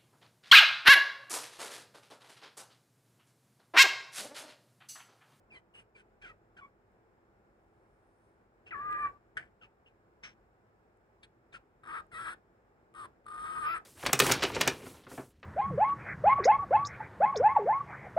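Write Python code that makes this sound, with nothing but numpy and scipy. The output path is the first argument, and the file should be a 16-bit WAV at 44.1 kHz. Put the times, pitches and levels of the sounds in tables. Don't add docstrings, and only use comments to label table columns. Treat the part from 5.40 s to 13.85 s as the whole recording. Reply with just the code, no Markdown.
import sys
import numpy as np
from scipy import signal
from scipy.fft import rfft, irfft, next_fast_len
from scipy.io import wavfile
from scipy.ndimage import uniform_filter1d

SR = 44100
rng = np.random.default_rng(int(sys.argv[2]) if len(sys.argv) > 2 else 0)


def attenuation_scalar(level_db):
    decades = np.asarray(level_db, float) / 20
    return 10 ** decades


def master_out(mix):
    frames = np.transpose(np.atleast_2d(mix))
    ceiling = np.clip(frames, -1, 1)
    pcm = np.round(ceiling * 32767).astype(np.int16)
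    wavfile.write(sys.argv[1], SR, pcm)


N = 372644

# time_s, pitch_hz, effort_db
CALLS = [
    [(3.308, 2050, -49), (3.33, 1387, -45), (3.352, 1118, -42), (3.47, 1220, -42), (3.62, 1190, -38),
     (3.657, 1154, -33), (3.678, 1140, -39.5), (3.692, 1155, -57.5), (3.775, 1162, -65.5)],
    [(6.434, 1291, -55.5), (6.48, 1245, -47), (6.572, 1289, -41), (6.607, 1230, -47.5), (6.615, 1260, -71)],
    [(6.715, 1470, -58.5), (6.749, 1234, -44.5), (6.839, 1369, -44), (6.881, 1262, -39), (6.935, 1444, -46),
     (6.955, 1500, -72)],
    [(7.535, 1202, -78), (7.551, 1220, -52.5), (7.595, 1232, -46), (7.657, 1120, -46), (7.675, 1070, -81)],
    [(7.855, 1245, -72), (7.865, 1215, -45.5), (8.203, 1258, -40), (8.25, 1201, -36), (8.333, 1359, -37),
     (8.379, 1264, -40.5), (8.4, 1250, -82)],
]
# stutter_share (of the start in bursts), roughness_0_to_1, flutter_db, rasp_db,
# air_db (the last two against effort)
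TEMPER = [
    (0.058, .01, -16.5, -47, -58),
    (1, 0.57, -3.5, -23, -30.5),
    (0.063, 0.63, -2, -20, -23.5),
    (0.5, .4, -9.5, -20.5, -22.5),
    (0.86, 0.15, -8.5, -25.5, -26),
]


def calls():
    rest_hz, strain_hz = 1220, 160
    leak_follows = 0.63
    gape_opens_s, gape_shuts_s, gape_ramp_s = 8.25, 8.355, .025
    out = np.zeros(N)
    for rows, (stutter, hoarse, loose_db, rasp_db, air_db) in zip(CALLS, TEMPER):
        span, fade, (pitch, voice_db) = unroll(rows)
        size = len(fade)
        age_s = np.arange(size) / SR
        clock_s = span.start / SR + age_s

        strain = np.clip((pitch - rest_hz) / strain_hz, 0, 1)
        rough = hoarse + 0.18 * strain
        flutter = attenuation_scalar(loose_db + 7 * strain)
        peak_db = voice_db.max()
        leak_db = peak_db + leak_follows * (voice_db - peak_db) + np.minimum(voice_db + 53.5, 0)

        jitter = 0.014 * rough * wobble(size, hz=85.3) + .009 * wobble(size, hz=22.8)
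        cycles = np.cumsum(pitch * (1 + jitter)) / SR
        beat = cycles / 4 + .055 * wobble(size, hz=45)
        slaps = (np.diff(np.floor(beat), prepend=0) > 0) * attenuation_scalar(2.5 * wobble(size, hz=300))

        uneven = period_doubling(clock_s)
        tone = whistle(cycles, pitch, voice_db, rough, loose_db, uneven)
        voice = (tone + flutter * throat_ring(slaps) / (1 + 3 * uneven)) / np.sqrt(1 + flutter ** 2)
        voice = limit_swing(voice)

        puffs = rng.standard_normal(size) * (0.84 + np.cos(np.pi * beat) ** 4)
        gape = np.clip(np.minimum(clock_s - gape_opens_s, gape_shuts_s - clock_s) / gape_ramp_s, 0, 1)
        leak = attenuation_scalar(rasp_db) * rasp(puffs, slaps, cycles, pitch, gape) + attenuation_scalar(air_db) * escaping_air(puffs, gape)

        throb_db = 1.1 * wobble(size, hz=24)
        sound = attenuation_scalar(voice_db + throb_db) * voice + attenuation_scalar(leak_db) * leak
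        out[span] += fade * bursts(age_s, stutter) * sound
    return out


def whistle(cycles, pitch, voice_db, rough, loose_db, uneven):
    turn = np.exp(2j * np.pi * cycles)
    half = np.exp(1j * np.pi * cycles)
    octave_db = np.minimum(2.2 * (voice_db + 42.0) - 23.0, -15) - .7 * loose_db - 10.5
    octave = attenuation_scalar(octave_db) * (1150 / pitch) ** 5
    harmonics = turn + octave * turn ** 2 + .4 * octave ** 2 * turn ** 3
    half_lines = half ** 3 + .45 * half ** 4 + .15 * half ** 5 + .1 * half ** 6
    stack = harmonics + uneven * half_lines
    return (stack * unsteady(rough / (1 + 2 * uneven), hz=190)).real * np.sqrt(2)


# start_s, end_s, level_db
DOUBLED = [
    (6.717, 6.781, 0),
    (8.283, 8.339, -9.5),
]


def period_doubling(clock_s):
    return sum(attenuation_scalar(db) * np.clip(np.minimum(clock_s - start, end - clock_s) / 0.0013, 0, 1)
               for start, end, db in DOUBLED)


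# centre_hz, width_hz, level_db
THROAT = [(1418, 460, 2), (1746, 670, -0.5), (2680, 290, -10)]


def throat_ring(slaps):
    modes = [(-1) ** k * attenuation_scalar(db) * resonance(slaps, hz, width) for k, (hz, width, db) in enumerate(THROAT)]
    band = signal.butter(4, [850, 2800], "band", fs=SR, output="sos")
    return signal.sosfilt(band, rms_one(sum(modes)))


def limit_swing(voice):
    swing = np.abs(signal.hilbert(voice)) + 1e-9
    voice = voice * np.tanh(1.2 * swing) / swing * 1.97
    return signal.sosfilt(signal.butter(4, [880, 4400], "band", fs=SR, output="sos"), voice)


# frequency_hz, density_db (per Hz)
RASP = [(1650, -23), (2800, -3.5), (3510, 1.5), (4350, -7.5), (4770, -10.5), (5600, -11), (6200, -33.5),
        (8450, -38.5), (14300, -120)]
# frequency_hz, density_db (per Hz)
GAPE_RASP = [(1400, -14), (1900, 4.5), (2700, 8), (3300, -21), (4200, -32), (5000, -7), (5600, -30),
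             (6100, -45)]


def rasp(puffs, slaps, cycles, pitch, gape):
    size = len(puffs)
    half = np.exp(1j * np.pi * cycles)
    bands = 0
    for k in range(4, 10):
        band_db = at_hz(RASP, k * pitch / 2) + 3.5 * wobble(size, hz=12)
        bands = bands + half ** k * unsteady(np.ones(size), hz=130) * attenuation_scalar(band_db)
    noise = colour(puffs + 0.33 * rms_one(slaps), RASP)
    usual = rms_one(noise + attenuation_scalar(-2.5) * rms_one(bands.real))
    return usual + gape * attenuation_scalar(13.5) * colour(puffs, GAPE_RASP)


# frequency_hz, density_db (per Hz)
AIR = [(4000, -44.5), (7100, -20.5), (8130, -3.5), (9460, -1.5), (10000, -7), (10700, -15.5),
       (12400, -21.5), (13000, -31), (13500, -38), (14200, -48.5)]
# frequency_hz, density_db (per Hz)
GAPE_AIR = [(8000, -37), (10500, -1), (12000, 7), (13200, -2), (14000, -33), (15500, -15), (16500, -36)]


def escaping_air(puffs, gape):
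    return attenuation_scalar(-22 * gape) * colour(puffs, AIR) + gape * attenuation_scalar(-9) * colour(puffs, GAPE_AIR)


def bursts(age_s, stutter):
    settling = np.exp(-(age_s / age_s[-1] / 0.29) ** 2)
    phase = 74 * age_s + 0.46 * wobble(len(age_s), hz=25)
    return 1 - np.clip(stutter, 0, 1) * settling * np.cos(np.pi * phase) ** 2


# time_s, pitch_hz, level_db
SECOND = [(3.312, 2725, -49.5), (3.35, 1735, -47), (3.43, 1632, -57), (3.594, 1686, -41.5),
          (3.62, 1800, -47), (3.674, 1540, -48), (3.69, 1715, -66)]


def second_voice():
    out = np.zeros(N)
    span, fade, (pitch, level_db) = unroll(SECOND)
    main = np.interp(np.arange(span.start, span.stop) / SR, *np.transpose(CALLS[0])[:2])
    high, low = np.exp(2j * np.pi * np.cumsum([pitch, main], axis=1) / SR)
    sum_tone = attenuation_scalar(-23.5) * high * low * (1680 / pitch) ** 6
    difference_tone = attenuation_scalar(-6.0) * low ** 3 / high * (1680 / pitch) ** 5
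    growing_rough = np.linspace(.03, .35, len(fade))
    tones = (high + sum_tone + difference_tone) * unsteady(growing_rough, hz=90)
    out[span] = fade * attenuation_scalar(level_db) * np.sqrt(2) * tones.real
    return out


# start_s, length_s, first_pitch_hz, last_pitch_hz, level_db
PEEPS = [
    (.336, 0.076, 2820, 2870, -61),
    (.102, 0.057, 2690, 2266, -62),
    (.546, 0.03, 2570, 2200, -63),
    (.581, 0.038, 1640, 1520, -72.5),
    (1.208, 0.06, 1180, 1116, -55.5),
]
PEEP_PARTIALS_DB = [3, -7, -26, -38]
# start_s, length_s, first_pitch_hz, last_pitch_hz, level_db
CHURRS = [
    (.144, 0.044, 1097, 1015, -59),
    (.826, 0.064, 880, 673, -55.5),
    (.882, 0.046, 652, 620, -59),
]
CHURR_PARTIALS_DB = [-4.5, -1, -5.5, -9]
# start_s, length_s, first_pitch_hz, last_pitch_hz, level_db
SQUAWKS = [(1.165, 0.043, 1590, 1430, -58.5), (3.26, 0.042, 2780, 2700, -58),
           (4.212, 0.047, 2900, 2700, -59.5), (4.212, 0.044, 1547, 1150, -66),
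           (4.458, 0.032, 2840, 2685, -64.5), (5.827, 0.027, 3490, 3500, -59.5),
           (5.827, 0.027, 4310, 4090, -59), (6.12, 0.045, 4020, 2560, -66.5),
           (6.14, 0.0373, 1547, 1295, -54)]


def chirps():
    peeps = notes(PEEPS, PEEP_PARTIALS_DB, rough=.15, smear=.08)
    churrs = notes(CHURRS, CHURR_PARTIALS_DB, rough=.45, smear=.09)
    squawks = notes(SQUAWKS, [0, -12, -30, -40], rough=.85, smear=.085, rise_s=0.0059)
    return peeps + churrs + squawks + breath_puffs()


# frequency_hz, level_db
TRACT = [(600, -20), (900, -5.5), (1300, 3), (2500, 3), (3600, -0.5), (6000, -19.5), (9000, -27)]


def notes(rows, partials_db, rough, smear, rise_s=0.015):
    settle_share = .6
    out = np.zeros(N)
    for start, length, first_hz, last_hz, level_db in rows:
        span, progress, shape = swell(start, length, rise_s, fall_s=0.011)
        slide = (1 - np.exp(-progress / settle_share)) / (1 - np.exp(-1 / settle_share))
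        shake = 1 + .018 * wobble(len(slide), hz=45)
        pitch = (first_hz + (last_hz - first_hz) * slide) * shake
        turn = np.exp(2j * np.pi * np.cumsum(pitch) / SR)
        tone = 0
        for k, db in enumerate(partials_db, 1):
            gain = attenuation_scalar(db + at_hz(TRACT, k * pitch))
            tone = tone + gain * turn ** k * unsteady(rough + 0 * pitch, hz=smear * last_hz)
        out[span] += shape * attenuation_scalar(level_db) * np.sqrt(2) * tone.real
    return out


# start_s, length_s, level_db, rise_s, high_air_db (added)
PUFFS = [(0.111, 0.097, -64, 0.039, -21), (0.337, 0.1, -62.5, 0.015, -15.5),
         (0.549, 0.082, -62.5, 0.017, -22), (0.814, .11, -56, 0.0086, -35), (1.166, 0.05, -59.5, .008, -34),
         (3.264, 0.045, -59.5, 0.0055, -38), (4.211, 0.066, -62, 0.025, -47),
         (4.46, 0.061, -74, 0.012, -27), (5.83, 0.033, -55.5, 0.0033, -15),
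         (6.124, 0.059, -49.5, 0.023, -26.5)]
# frequency_hz, density_db (per Hz)
BREATH = [(590, -48.5), (1000, -26), (1580, -8), (2150, -13), (2460, -4.5), (3700, -24), (4490, -26.5),
          (9000, -40), (11500, -93), (15000, -85), (22000, -120)]


def breath_puffs():
    out = np.zeros(N)
    for start, length, level_db, rise_s, high_db in PUFFS:
        span, progress, shape = swell(start, length, rise_s, fall_s=0.037)
        size = len(shape)
        rush = rng.standard_normal(size) * attenuation_scalar(1.5 * wobble(size, hz=200))
        breath = colour(rush, BREATH) + attenuation_scalar(high_db) * colour(rush, AIR)
        out[span] += shape * attenuation_scalar(level_db - 2 * progress) * breath
    return out


# time_s, peak_db, dull_part_db (against peak)
CLICKS = [(1.5194, -68, 6), (3.5084, -59, 18), (3.5124, -45, 12), (3.5279, -43, 21), (3.585, -54.5, -4.5),
          (3.628, -46, 2.5), (5.5737, -61, -3), (6.4772, -50, 11), (6.6674, -63, -5), (7.5408, -53, 17),
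          (7.8446, -73, 27), (8.2835, -56, 26)]


def ticks():
    s, peak_db, dull_db = np.transpose(CLICKS)
    strikes = np.zeros((2, N))
    strikes[:, np.round(s * SR).astype(int)] = attenuation_scalar([peak_db, peak_db + dull_db])
    snap = resonance(resonance(strikes[0], hz=8800, width_hz=3000), hz=8800, width_hz=3000)
    knock = resonance(resonance(strikes[1], hz=2700, width_hz=970), hz=2200, width_hz=600)
    return attenuation_scalar(9.0) * (snap + knock)


# time_s, level_db
TOCK = [
    [(3.9686, -47), (3.971, -34), (3.982, -40.5), (3.99, -66)],
    [(3.99, -49.5), (4.09, -76.5)],
]
# frequency_hz, density_db (per Hz)
BEAK = [(650, -58), (1100, -31), (1450, -2.5), (1640, -0.5), (2390, -9), (2480, -17), (2980, -12),
        (3900, -37), (4650, -29.5), (6660, -39.5), (8710, -31.5), (9370, -35), (10000, -78), (13000, -103),
        (22000, -120)]
# frequency_hz, level_db
MOUTH = [(1520, -2.5), (1830, -20)]


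def cluck():
    out = sum(gust(rows, BEAK, grain_db=3.0) for rows in TOCK)
    span, fade, (level_db,) = unroll(TOCK[0])
    age_s = np.arange(len(fade)) / SR
    tones = sum(attenuation_scalar(db) * np.sin(2 * np.pi * hz * age_s) for hz, db in MOUTH)
    out[span] += fade * attenuation_scalar(level_db + 2.5) * tones
    return out


# time_s, level_db
SNEEZE = [(4.828, -70), (4.838, -46.5), (4.87, -50), (4.94, -77)]
# frequency_hz, density_db (per Hz)
SNORT = [(530, -49), (900, -17), (1630, -0.5), (2680, -3), (2790, -3), (4610, -20), (5550, -6.5),
         (7400, -31), (8370, -25), (10500, -62), (13600, -94), (22000, -120)]
# time_s, level_db
RUSTLE = [(2.1, -108), (2.146, -102), (2.86, -87.5), (3.03, -102), (3.1, -114)]
# frequency_hz, density_db (per Hz)
FEATHERS = [(5500, -10), (7500, -14), (9000, -1), (11000, -10), (13000, -32)]
# time_s, level_db
SIGH = [(3.5, -98), (3.61, -76.5), (3.68, -91), (3.7, -96)]


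def rushes():
    sneeze = gust(SNEEZE, SNORT, grain_db=1.5)
    rustle = gust(RUSTLE, FEATHERS, grain_db=1.5)
    sigh = gust(SIGH, AIR, grain_db=7.0)
    return sneeze + rustle + sigh


def gust(rows, spectrum, grain_db):
    out = np.zeros(N)
    span, fade, (level_db,) = unroll(rows)
    size = len(fade)
    grains = rng.standard_normal(size) * attenuation_scalar(grain_db * wobble(size, hz=253))
    out[span] = fade * attenuation_scalar(level_db) * colour(grains, spectrum)
    return out


# time_s, left_excess_low_db, left_excess_high_db
FACING = [
    (0, -1, 12),
    (3.399, 5, 2),
    (5, 5, -7.5),
    (6.5, 5, 17.5),
    (8.45, 5.5, 15.5),
]
# frequency_hz, phase_rad
PORT_PHASE = [(0, 0), (2410, 2.5), (3620, 5.5), (5340, 7.5), (6120, 11.5), (7670, 11), (8870, 14),
              (9390, 14.5), (9820, 14), (10200, 8.5), (11000, 9.5), (12500, 11.5), (13000, 17), (15300, 19)]


def ports(x):
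    s, *columns = np.transpose(FACING)
    low_db, high_db = [np.interp(np.arange(N) / SR, s, c) for c in columns]
    low = signal.sosfiltfilt(signal.butter(2, 2100, fs=SR, output="sos"), x)
    high = signal.sosfiltfilt(signal.butter(3, 6600, "high", fs=SR, output="sos"), x)
    left, right = [x + low * (attenuation_scalar(side * low_db / 2) - 1) + high * (attenuation_scalar(side * high_db / 2) - 1)
                   for side in (1, -1)]
    size = N + 92
    lag = np.exp(-1j * np.interp(np.fft.rfftfreq(size, 1 / SR), *np.transpose(PORT_PHASE)))
    return np.array([left, irfft(rfft(right, size) * lag)[:N]])


def room(x):
    t60_s, level_db = .16, -19
    t = np.arange(int(.4 * SR)) / SR
    tail = rng.standard_normal((2, len(t))) * attenuation_scalar(-60 * t / t60_s) * (t > .004)
    tail = signal.sosfilt(signal.butter(1, 5000, fs=SR, output="sos"), tail)
    tail = tail / np.sqrt(np.sum(tail ** 2) / 2)
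    return attenuation_scalar(level_db) * signal.fftconvolve(x[None], tail, axes=1)[:, :N]


def suppressor_gain(bird, shut_db=-67.5, slope=0.37, fall_db_per_s=263.5):
    level_db = 10 * np.log10(uniform_filter1d(bird ** 2, size=900) + 1e-12)
    ramp = fall_db_per_s * np.arange(N) / SR
    held_db = np.maximum.accumulate(level_db + ramp) - ramp
    lift_db = slope * np.clip(held_db - shut_db, 0, 40)
    return attenuation_scalar(uniform_filter1d(lift_db, size=700) + 0.52 * wobble(N, hz=5.7))


# frequency_hz, density_db (per Hz)
HUM = [(15, -58.5), (25, -27.5), (43, 1.5), (76, -7), (114, -1.5), (151, -8.5), (220, -6.5), (306, -12),
       (340, 0), (366, -8.5), (389, -4), (549, -8.5), (600, -10), (763, -10), (900, -12.5), (1170, -54),
       (1980, -120)]
# frequency_hz, density_db (per Hz)
HISS = [(530, -22.5), (900, -11.5), (1000, -3), (1320, -4), (1380, -3.5), (1620, -5.5), (2030, -12),
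        (2260, -13), (3120, -24.5), (4790, -30), (5210, -25), (6090, -35), (7030, -27.5), (10300, -38),
        (15600, -35.5)]
# frequency_hz, coherence_0_to_1
LIKENESS = [(60, 1), (130, 0.87), (300, 0.75), (700, 0.71), (1400, 0.31), (3000, 0.15), (8000, 0.039)]


def background(gain):
    size = N + 92
    hz = np.fft.rfftfreq(size, 1 / SR)
    alike = np.clip(at_hz(LIKENESS, hz), 0, .99)
    shared, left, right = rfft(rng.standard_normal((3, size)))
    late = shared * np.exp(-2j * np.pi * hz * 11.05 / SR)
    mixed = np.sqrt(alike) * np.array([shared, late]) + np.sqrt(1 - alike) * np.array([left, right])
    white = irfft(mixed)[:, :N]
    return gain * attenuation_scalar(-68.5) * colour(white, HUM) + gain ** 0.99 * attenuation_scalar(-75.5) * colour(white, HISS)


def rms_one(x):
    return x / np.sqrt(np.mean(np.abs(x) ** 2) + 1e-20)


def at_hz(points, hz):
    known_hz, values = np.array(points).T[:2]
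    return np.interp(np.log(hz + 1), np.log(known_hz), values)


def colour(x, spectrum):
    size = next_fast_len(x.shape[-1])
    response = attenuation_scalar(at_hz(spectrum, np.fft.rfftfreq(size, 1 / SR)))
    return rms_one(irfft(rfft(x, size) * response, size)[..., :x.shape[-1]])


def wobble(size, hz):
    r = np.exp(-2.6 * np.pi * hz / SR)
    pole_pair = [1, 0, 0, 1, -2 * r, r * r]
    return rms_one(signal.sosfilt([pole_pair, pole_pair], rng.standard_normal(size + 4000))[4000:])


def resonance(x, hz, width_hz):
    r = np.exp(-np.pi * width_hz / SR)
    zeros = np.array([1, 0, -1]) * (1 - r * r) / 2
    return signal.lfilter(zeros, [1, -2 * r * np.cos(2 * np.pi * hz / SR), r * r], x)


def unsteady(rough, hz):
    rough = np.clip(rough, 0, 1)
    chaos = wobble(len(rough), hz) + 1j * wobble(len(rough), hz)
    return np.sqrt(1 - rough) + np.sqrt(rough / 2) * chaos


def unroll(rows):
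    s, *columns = np.transpose(rows)
    at = np.arange(round(s[0] * SR), min(round(s[-1] * SR), N))
    fade = np.clip(np.minimum(at - at[0], at[-1] - at) / (0.00045 * SR), 0, 1)
    return slice(at[0], at[-1] + 1), fade, [np.interp(at / SR, s, c) for c in columns]


def swell(start, length, rise_s, fall_s):
    age_s = np.arange(round(length * SR)) / SR
    shape = np.clip(np.minimum(age_s / rise_s, (length - age_s) / fall_s), 0, 1) ** 0.81
    first = round(start * SR)
    return slice(first, first + len(age_s)), age_s / length, shape


def scene():
    bird = calls() + second_voice() + chirps() + ticks() + cluck() + rushes()
    gain = suppressor_gain(bird)
    return ports(bird) + room(bird) * gain / attenuation_scalar(3.0) + background(gain)


def band_limit(x):
    return signal.sosfilt(signal.butter(12, 15800, fs=SR, output="sos"), x)


def record(dry):
    return band_limit(dry)


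dry = scene()
out = record(dry)
master_out(out)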